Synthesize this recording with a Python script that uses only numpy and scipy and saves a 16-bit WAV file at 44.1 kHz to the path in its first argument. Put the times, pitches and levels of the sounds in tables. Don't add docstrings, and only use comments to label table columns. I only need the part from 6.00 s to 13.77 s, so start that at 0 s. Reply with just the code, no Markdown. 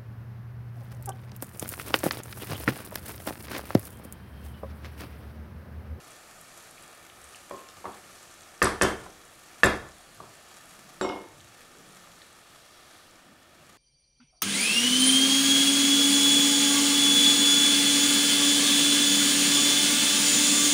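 import sys
import numpy as np
from scipy import signal
from scipy.fft import rfft, irfft
from scipy.io import wavfile
from scipy.ndimage import uniform_filter1d

SR = 44100
rng = np.random.default_rng(int(sys.argv[2]) if len(sys.argv) > 2 else 0)


def how_loud(loudness_db):
    steps = np.asarray(loudness_db, float) / 20
    return 10 ** steps


def output_pcm(signal):
    pcm = np.clip(np.atleast_2d(signal).T, -1, 1) * 32767
    wavfile.write(sys.argv[1], SR, np.round(pcm).astype(np.int16))


N = 342774
T = np.arange(SR) / SR
HALF = SR // 2

# t/s, level/dB
BOIL = [(0, 2.5), (.8, 1.5), (1.05, -1), (1.45, 2), (1.75, 0.5), (2.15, 4), (2.5, 0.5), (3.3, -.5),
        (4.0, 0), (4.7, 0), (5.5, -2.5), (6.1, -1.5), (6.5, -2.5), (7.0, -1.5), (7.3, -8.5), (7.77, -5.5)]
# f/Hz, level/dB
HISS = [(1290, -13), (2200, -9), (2470, -28), (2700, -4), (3330, -5), (5600, -5), (7280, -30),
        (12300, -120)]
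SPRAY = [(3300, -10.5), (5600, -5), (7350, -5), (9650, -6), (11500, -9.5), (13000, -14), (14500, -24),
         (15700, -43)]
MURMUR = [(240, -15), (400, -4), (560, -2.5), (800, -4.5), (1020, -9), (1400, -4), (2000, -8.5),
          (2500, -6.5), (3900, -23.5)]
RUMBLE = [(12, -27), (20, 9), (43, -10.5), (70, -1), (114, -1), (151, -0.5), (295, -3), (354, 2),
          (414, -24), (600, -1.5), (780, -33), (1320, -120)]
# f/Hz, width/Hz, level/dB
PAN_RESONANCES = [(726, 130, 4), (1212, 245, 8), (1782, 134, 6.5), (2336, 100, 3), (3350, 55, 8),
                  (3875, 49, 4.5), (4390, 40, 5.5), (5200, 840, -3), (7000, 2100, 1)]
# t/s, peak level/dB, centre f/Hz
SPITS = [(0.119, -40, 7350), (0.412, -37.5, 9970), (0.5476, -57, 2420), (0.575, -42, 9520),
         (0.7103, -40, 9700), (0.78, -43, 2350), (0.8244, -39, 8900), (0.949, -45, 9430),
         (1.0985, -41, 2860), (1.2144, -45, 6090), (1.2418, -38, 7900), (1.3463, -38, 2750),
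         (1.3672, -46, 4390), (1.932, -47, 3120), (2.0395, -45, 2280), (2.2287, -45, 6550),
         (2.4192, -41, 8200), (2.578, -42, 6360), (3.5138, -48, 2320), (3.918, -47, 5140),
         (4.37, -50, 8040), (5.404, -43, 3240), (6.2176, -42, 3350)]
# t/s, length/s, peak level/dB, centre f/Hz
SHUFFLES = [(.42, 0.1, -66, 153), (1.252, 0.13, -64.5, 72), (1.791, 0.024, -60, 94),
            (4.25, 0.097, -58, 138), (4.85, 0.15, -61.5, 172), (5.4, 0.13, -61, 113),
            (5.779, 0.15, -60.5, 350), (5.95, 0.23, -62.5, 172), (6.296, 0.026, -68, 70),
            (7.298, 0.088, -60.5, 245), (7.65, 0.14, -67.5, 150)]
# t/s, wood peak level/dB, thump level/dB, click level/dB, pitch ratio
BUMPS = [(1.51, -35, -4.5, -12, 0.9), (1.773, -53, -1, -26, 1.03), (1.82, -55, -19, -25, 1.9),
         (1.843, -36, -7.5, -13, 0.82), (1.854, -31, -13.5, -15, 1.003), (1.864, -33.5, -10, -31, 1.05),
         (2.67, -23, -30, -26, 1.08), (2.719, -37, -25, -28, 1.02), (3.061, -43.5, -2, -35, 1.2),
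         (4.202, -36.5, -10.5, -35, 1), (6.072, -48, -25, -22, 1.26)]
KNOCKS = [
    (2.618, -9, -13.5, -6, 1.001),
    (2.813, -9, -10.5, -3.5, 0.98),
]
LAST_KNOCK = [
    (3.6333, -6.5, -11, -3, 1.001),
]
LAYING = [
    (5.012, -19.5, -6, -4.5, 1.054),
    (5.035, -31, -8, -23, 0.9),
    (5.049, -28.5, -3.5, -18, 0.912),
    (5.067, -34.5, -2.5, -31.5, 0.86),
    (5.099, -29.5, -5.5, -22, 0.85),
    (5.124, -34, -9, -27, 0.91),
    (5.155, -44, 3.5, -30, 0.89),
    (5.205, -45, -1.5, -30, 0.99),
]
# f/Hz, level/dB, T60/s
PAN_FLOOR = ([(1130, 12, 0.027), (944, -0.5, 0.076), (1640, 0.5, 0.027)], [(644, 8.5, 0.024),
             (457, -10.5, 0.22), (235, -43, 0.031)], [(2070, 9.1, 0.025), (2610, 6, 0.032),
             (3600, 4, 0.018)])
RIM = ([(1228, 3.5, 0.038), (1763, -2.5, 0.048), (1422, -11, 0.1)], [(475, 3, 0.02), (311, -22, 0.02),
       (646, -9, 0.034)], [(2636, 0.5, 0.026), (3120, -8, 0.033), (4560, -19, 0.062)])
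HANDLE = ([(1230, 0, 0.053), (1735, 6.5, 0.034), (1465, -5, 0.03)], [(534, -2, 0.038), (311, -17, 0.02),
          (664, -5, .03)], [(2660, 2, 0.024), (3250, -6, 0.022), (4250, -14, 0.015)])
BOWL = ([(1480, 9.5, 0.013), (1180, 2.5, 0.012), (852, -8, 0.11)], [(537, 7.5, 0.011), (363, -1.5, 0.063),
        (217, -2.5, 0.048)], [(4550, -2, 0.019), (3630, 3, 0.019), (5750, -23, 0.015)])
# t/s, f/Hz, peak level/dB, rise/s, T60/s
PAN_RINGS = [(1.508, 1070, -41, 0.004, 0.65), (2.67, 1180, -15.5, .002, .05), (2.831, 432, -37, .03, .5),
             (3.061, 1015, -31, 0.0033, 0.041), (3.644, 7550, -24, .003, .05),
             (3.6575, 7430, -23.5, .001, .04), (4.2015, 1156, -24, .0015, .022),
             (6.073, 1400, -40, .0015, .02), (6.217, 1870, -40, .001, .015)]
BOWL_RINGS = [(5.011, 7600, -35.5, .002, .18), (5.0115, 1470, -20, .0008, 0.02),
              (5.011, 3740, -46, .0018, 0.49), (5.011, 9787, -49.5, .002, 0.18),
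              (5.009, 2540, -45, .003, .25), (5.011, 10800, -51, .001, .08), (5.011, 2180, -49, .004, 0.29),
              (5.021, 5570, -38.5, 0.013, 0.27), (5.03, 899, -35, .03, 0.65),
              (5.024, 2156, -32.5, 0.051, 0.53), (5.024, 2183, -36, 0.048, 0.43)]
# t/s, peak level/dB, centre f/Hz, relative width, T60/s
RATTLE = [(1.6878, -36, 1900, 2.2, 0.013), (2.6257, -15, 7000, 0.6, 0.044),
          (2.6434, -15.5, 8800, 0.15, 0.014), (2.6544, -24, 4320, 0.46, 0.032),
          (2.8201, -12, 6850, 0.38, 0.027), (2.8329, -19.5, 7500, 0.79, 0.025),
          (3.6345, -23, 4330, 0.27, 0.015), (3.6342, -24, 8000, .4, 0.018),
          (3.6408, -18.5, 8840, 0.35, 0.03), (3.6572, -23.5, 8700, 0.23, 0.046),
          (5.0115, -31, 4560, 0.33, 0.0089), (5.0903, -37.5, 5200, 0.14, 0.012),
          (5.0905, -34.5, 3200, 0.17, 0.017), (5.091, -43, 7000, 0.55, 0.006)]
# f/Hz, T60/s
ROOM_T60 = [(60, 1), (160, 0.37), (420, 0.45), (1100, 0.46), (2910, 0.36), (7680, 0.36)]
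# f/Hz, level/dB
ROOM_COLOUR = [(30, -1), (70, -7.5), (150, 10), (210, 3), (350, 14.5), (550, 10.5), (750, 9.5), (900, 2),
               (1150, 4.5), (1750, 2.5), (2150, 6), (3200, 11.5), (4600, 6.5), (8000, 1), (16000, 1)]
# f/Hz, level/dB, T60/s
ROOM_MODES = [(69.9, -7, 0.49), (115, -8, 0.29), (179, -26.5, 1), (207.8, -3.5, 0.39), (248, 2.5, 0.097),
              (309.7, -5.5, 0.42), (489.3, -5, 0.15)]


def colour(x, points):
    hz, db = np.transpose(points)
    f = np.maximum(np.fft.rfftfreq(len(x), 1 / SR), 1)
    gain = how_loud(np.interp(np.log(f), np.log(hz), db))
    return irfft(rfft(x) * gain, len(x))


def unit(x):
    return x / np.sqrt(np.mean(x ** 2))


def fade(t60, size=HALF):
    return np.exp(-np.log(1000) * T[:size] / t60)


def add(track, s, x):
    i = int(s * SR)
    track[i:i + len(x)] += x[:N - i]


def walk(rate):
    k = int(SR / rate)
    steps = np.repeat(rng.standard_normal(N // k + 1), k)
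    return unit(uniform_filter1d(uniform_filter1d(steps, k), k)[:N])


def burst(hz, width, t60, noise):
    edges = np.clip([hz / (1 + width), hz * (1 + width)], 100, 12500)
    band = signal.butter(3, edges, "bandpass", fs=SR, output="sos")
    x = signal.sosfilt(band, noise * fade(t60, size=len(noise)))
    return x / np.abs(x).max()


def bubbles(rate, flurry, size_db, hold):
    sizes = how_loud(size_db * rng.exponential(size=N).clip(0, 4))
    pops = (rng.random(N) < rate * flurry / SR) * sizes
    return unit(signal.lfilter([1], [1, -hold], pops) * rng.standard_normal(N))


def fizz(flurry):
    per_s, cycles, size_db = 19, 7.8, 5.5
    out = 0
    for hz in 2600 * 2 ** np.arange(0, 2.4, .3):
        sizes = how_loud(size_db * rng.exponential(size=N).clip(0, 3))
        pops = (rng.random(N) < per_s * flurry / SR) * sizes
        pole = np.exp(2j * np.pi * hz / SR - np.log(1000) * hz / (cycles * 2 * SR))
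        out = out + unit(signal.lfilter([1], [1, -pole], pops).imag) * np.sqrt(hz)
    return unit(out)


def patchy(x):
    spectrum = rfft(x)
    f = np.maximum(np.fft.rfftfreq(N, 1 / SR), 1000)
    band = np.floor(3 * np.log2(f / 1000))
    return sum(irfft(spectrum * (band == k), N) * how_loud(0.7 * walk(7)) for k in np.unique(band))


def through_pan(x):
    f = np.fft.rfftfreq(N, 1 / SR)
    lift_db = sum(db / (1 + (2 * (f - hz) / width) ** 2) for hz, width, db in PAN_RESONANCES)
    return irfft(rfft(x) * how_loud(lift_db), N)


def sizzle():
    t = np.arange(N) / SR
    from_middle = t - t.mean()
    boil = np.interp(t, *np.transpose(BOIL))
    hiss_db = -59.5 + 0.69 * boil + 0.78 * from_middle
    spray_db = -55 + boil
    murmur_db = -56.5 + 0.15 * boil - 0.37 * from_middle
    noise = rng.standard_normal((4, N))
    swell, flurry = walk(14), how_loud(3.5 * walk(16))
    large = bubbles(120, flurry, 3.9, 0.995)
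    small = bubbles(370, flurry, 5.8, 0.86)
    steam = noise[0] + 0.13 * large + 0.052 * small
    hiss = unit(colour(steam, HISS)) * how_loud(hiss_db + 0.21 * swell)
    bursting = noise[1] + 0.42 * large + 0.31 * small + how_loud(-11.5) * fizz(flurry)
    spray = unit(colour(bursting, SPRAY)) * how_loud(spray_db + 0.24 * swell)
    simmer = noise[2] + 0.22 * large
    murmur = unit(colour(simmer, MURMUR)) * how_loud(murmur_db + 0.5 + 0.72 * swell)
    rumble = unit(colour(noise[3], RUMBLE)) * how_loud(-62 - 1.0 + walk(13))
    return through_pan(patchy(hiss + spray) + murmur) * how_loud(-2.5) + rumble


def chatter(rows):
    out = np.zeros(N)
    for (s, db, hz, width, t60), noise in zip(rows, rng.standard_normal((len(rows), 2048))):
        add(out, s, how_loud(db) * burst(hz, width, t60, noise))
    return out


def shuffles():
    out = np.zeros(N)
    for (s, length, db, hz), noise in zip(SHUFFLES, rng.standard_normal((len(SHUFFLES), SR))):
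        band = signal.butter(2, [hz / 1.37, hz * 1.3], "bandpass", fs=SR, output="sos")
        low = unit(signal.sosfilt(band, noise))
        swell = how_loud(db) * low * np.exp(-((T - .5) / length) ** 2)
        add(out, max(s - .5, 0), swell[int(max(.5 - s, 0) * SR):])
    return out


def walls():
    out = np.zeros(N)
    for s, hz, db, rise, t60 in PAN_RINGS + BOWL_RINGS:
        envelope = (1 - np.exp(-T / rise)) * fade(min(t60, 1), size=SR)
        add(out, s, how_loud(db) * np.sin(2 * np.pi * hz * T) * envelope)
    return out


def ring(modes, pitch, chance):
    return sum(how_loud(db + 3.5 * c) * np.sin(2 * np.pi * hz * pitch * T[:HALF]) * fade(t60)
               for (hz, db, t60), c in zip(modes, chance))


def strike(rows, body, knock_hz, push_db, room_db, rise_s):
    near, sent, t = np.zeros(N), np.zeros(N), T[:HALF]
    wood, thump, click = body
    contact = 1. * (t == 0)
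    for (s, db, thump_db, click_db, pitch), c in zip(rows, rng.standard_normal((len(rows), HALF))):
        blow = ring(wood, pitch, c[:3])
        blow = blow + how_loud(thump_db + 9.5) * ring(thump, pitch, c[3:6])
        blow = blow + how_loud(click_db) * ring(click, pitch, c[6:9])
        blow = blow * (1 - np.exp(-t / rise_s))
        crack = how_loud(click_db + 2.5) * burst(3200, 1.0, 0.026, c)
        push = how_loud(push_db) * np.exp(-((t - .003) / 0.002) ** 2)
        knock = how_loud(11.5) * burst(knock_hz * pitch, 0.34, 1, contact)
        knock = knock + how_loud(thump_db + 14) * burst(396, 1.4, 1, contact)
        add(near, s, how_loud(db - 5.0) * (blow + how_loud(-6.5) * crack + how_loud(-6.5) * knock))
        add(sent, s, how_loud(db - 7.0 + room_db) * (how_loud(-7.5) * blow + knock + crack + push))
    return np.array([near, sent])


def spoon():
    inside = strike(BUMPS, PAN_FLOOR, knock_hz=947, push_db=-8.5, room_db=-2.5, rise_s=0.0015)
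    rim = strike(KNOCKS, RIM, knock_hz=1378, push_db=-9, room_db=-0.1, rise_s=0.001)
    last = strike(LAST_KNOCK, HANDLE, knock_hz=1400, push_db=-8.0, room_db=-1.35, rise_s=0.0012)
    laid = strike(LAYING, BOWL, knock_hz=905, push_db=-32, room_db=-1.5, rise_s=0.001)
    return inside + rim + last + laid


def kitchen():
    hz, t60 = np.transpose(ROOM_T60)
    spectrum = rfft(colour(rng.standard_normal(SR), ROOM_COLOUR))
    f, tail = np.arange(HALF + 1), 0
    for centre in 30 * 2 ** np.arange(0, 9.6, .5):
        band = (f >= centre * 2 ** -.25) & (f < centre * 2 ** .25)
        decay = fade(np.interp(np.log(centre), np.log(hz), t60), size=SR)
        tail = tail + irfft(spectrum * band) * decay
    waves = sum(how_loud(db) * np.sin(2 * np.pi * m * T) * fade(d, size=SR) for m, db, d in ROOM_MODES)
    build = 1 - np.exp(-(T / .007) ** 2)
    return how_loud(-34.0) * build * (tail + how_loud(-5.5) * waves)


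def scene():
    boiling = sizzle()
    spits = chatter([(*row, 0.21, 0.013) for row in SPITS])
    moves = shuffles()
    near, sent = spoon()
    tones, rattle = walls(), chatter(RATTLE)
    driven = sent + how_loud(-4.5) * rattle + how_loud(-10) * spits + how_loud(-37) * tones
    echo = signal.fftconvolve(driven, kitchen())[:N]
    return (near + rattle + spits + tones + echo + boiling + moves)[None]


def roll_off(x):
    return signal.sosfilt(signal.butter(12, 16450, fs=SR, output="sos"), x)


def record(dry):
    mic = colour(dry[0], [(15, -8), (35, -.1), (15650, .1), (16100, -35)])
    return roll_off(mic[None])


dry = scene()
out = record(dry)
output_pcm(out)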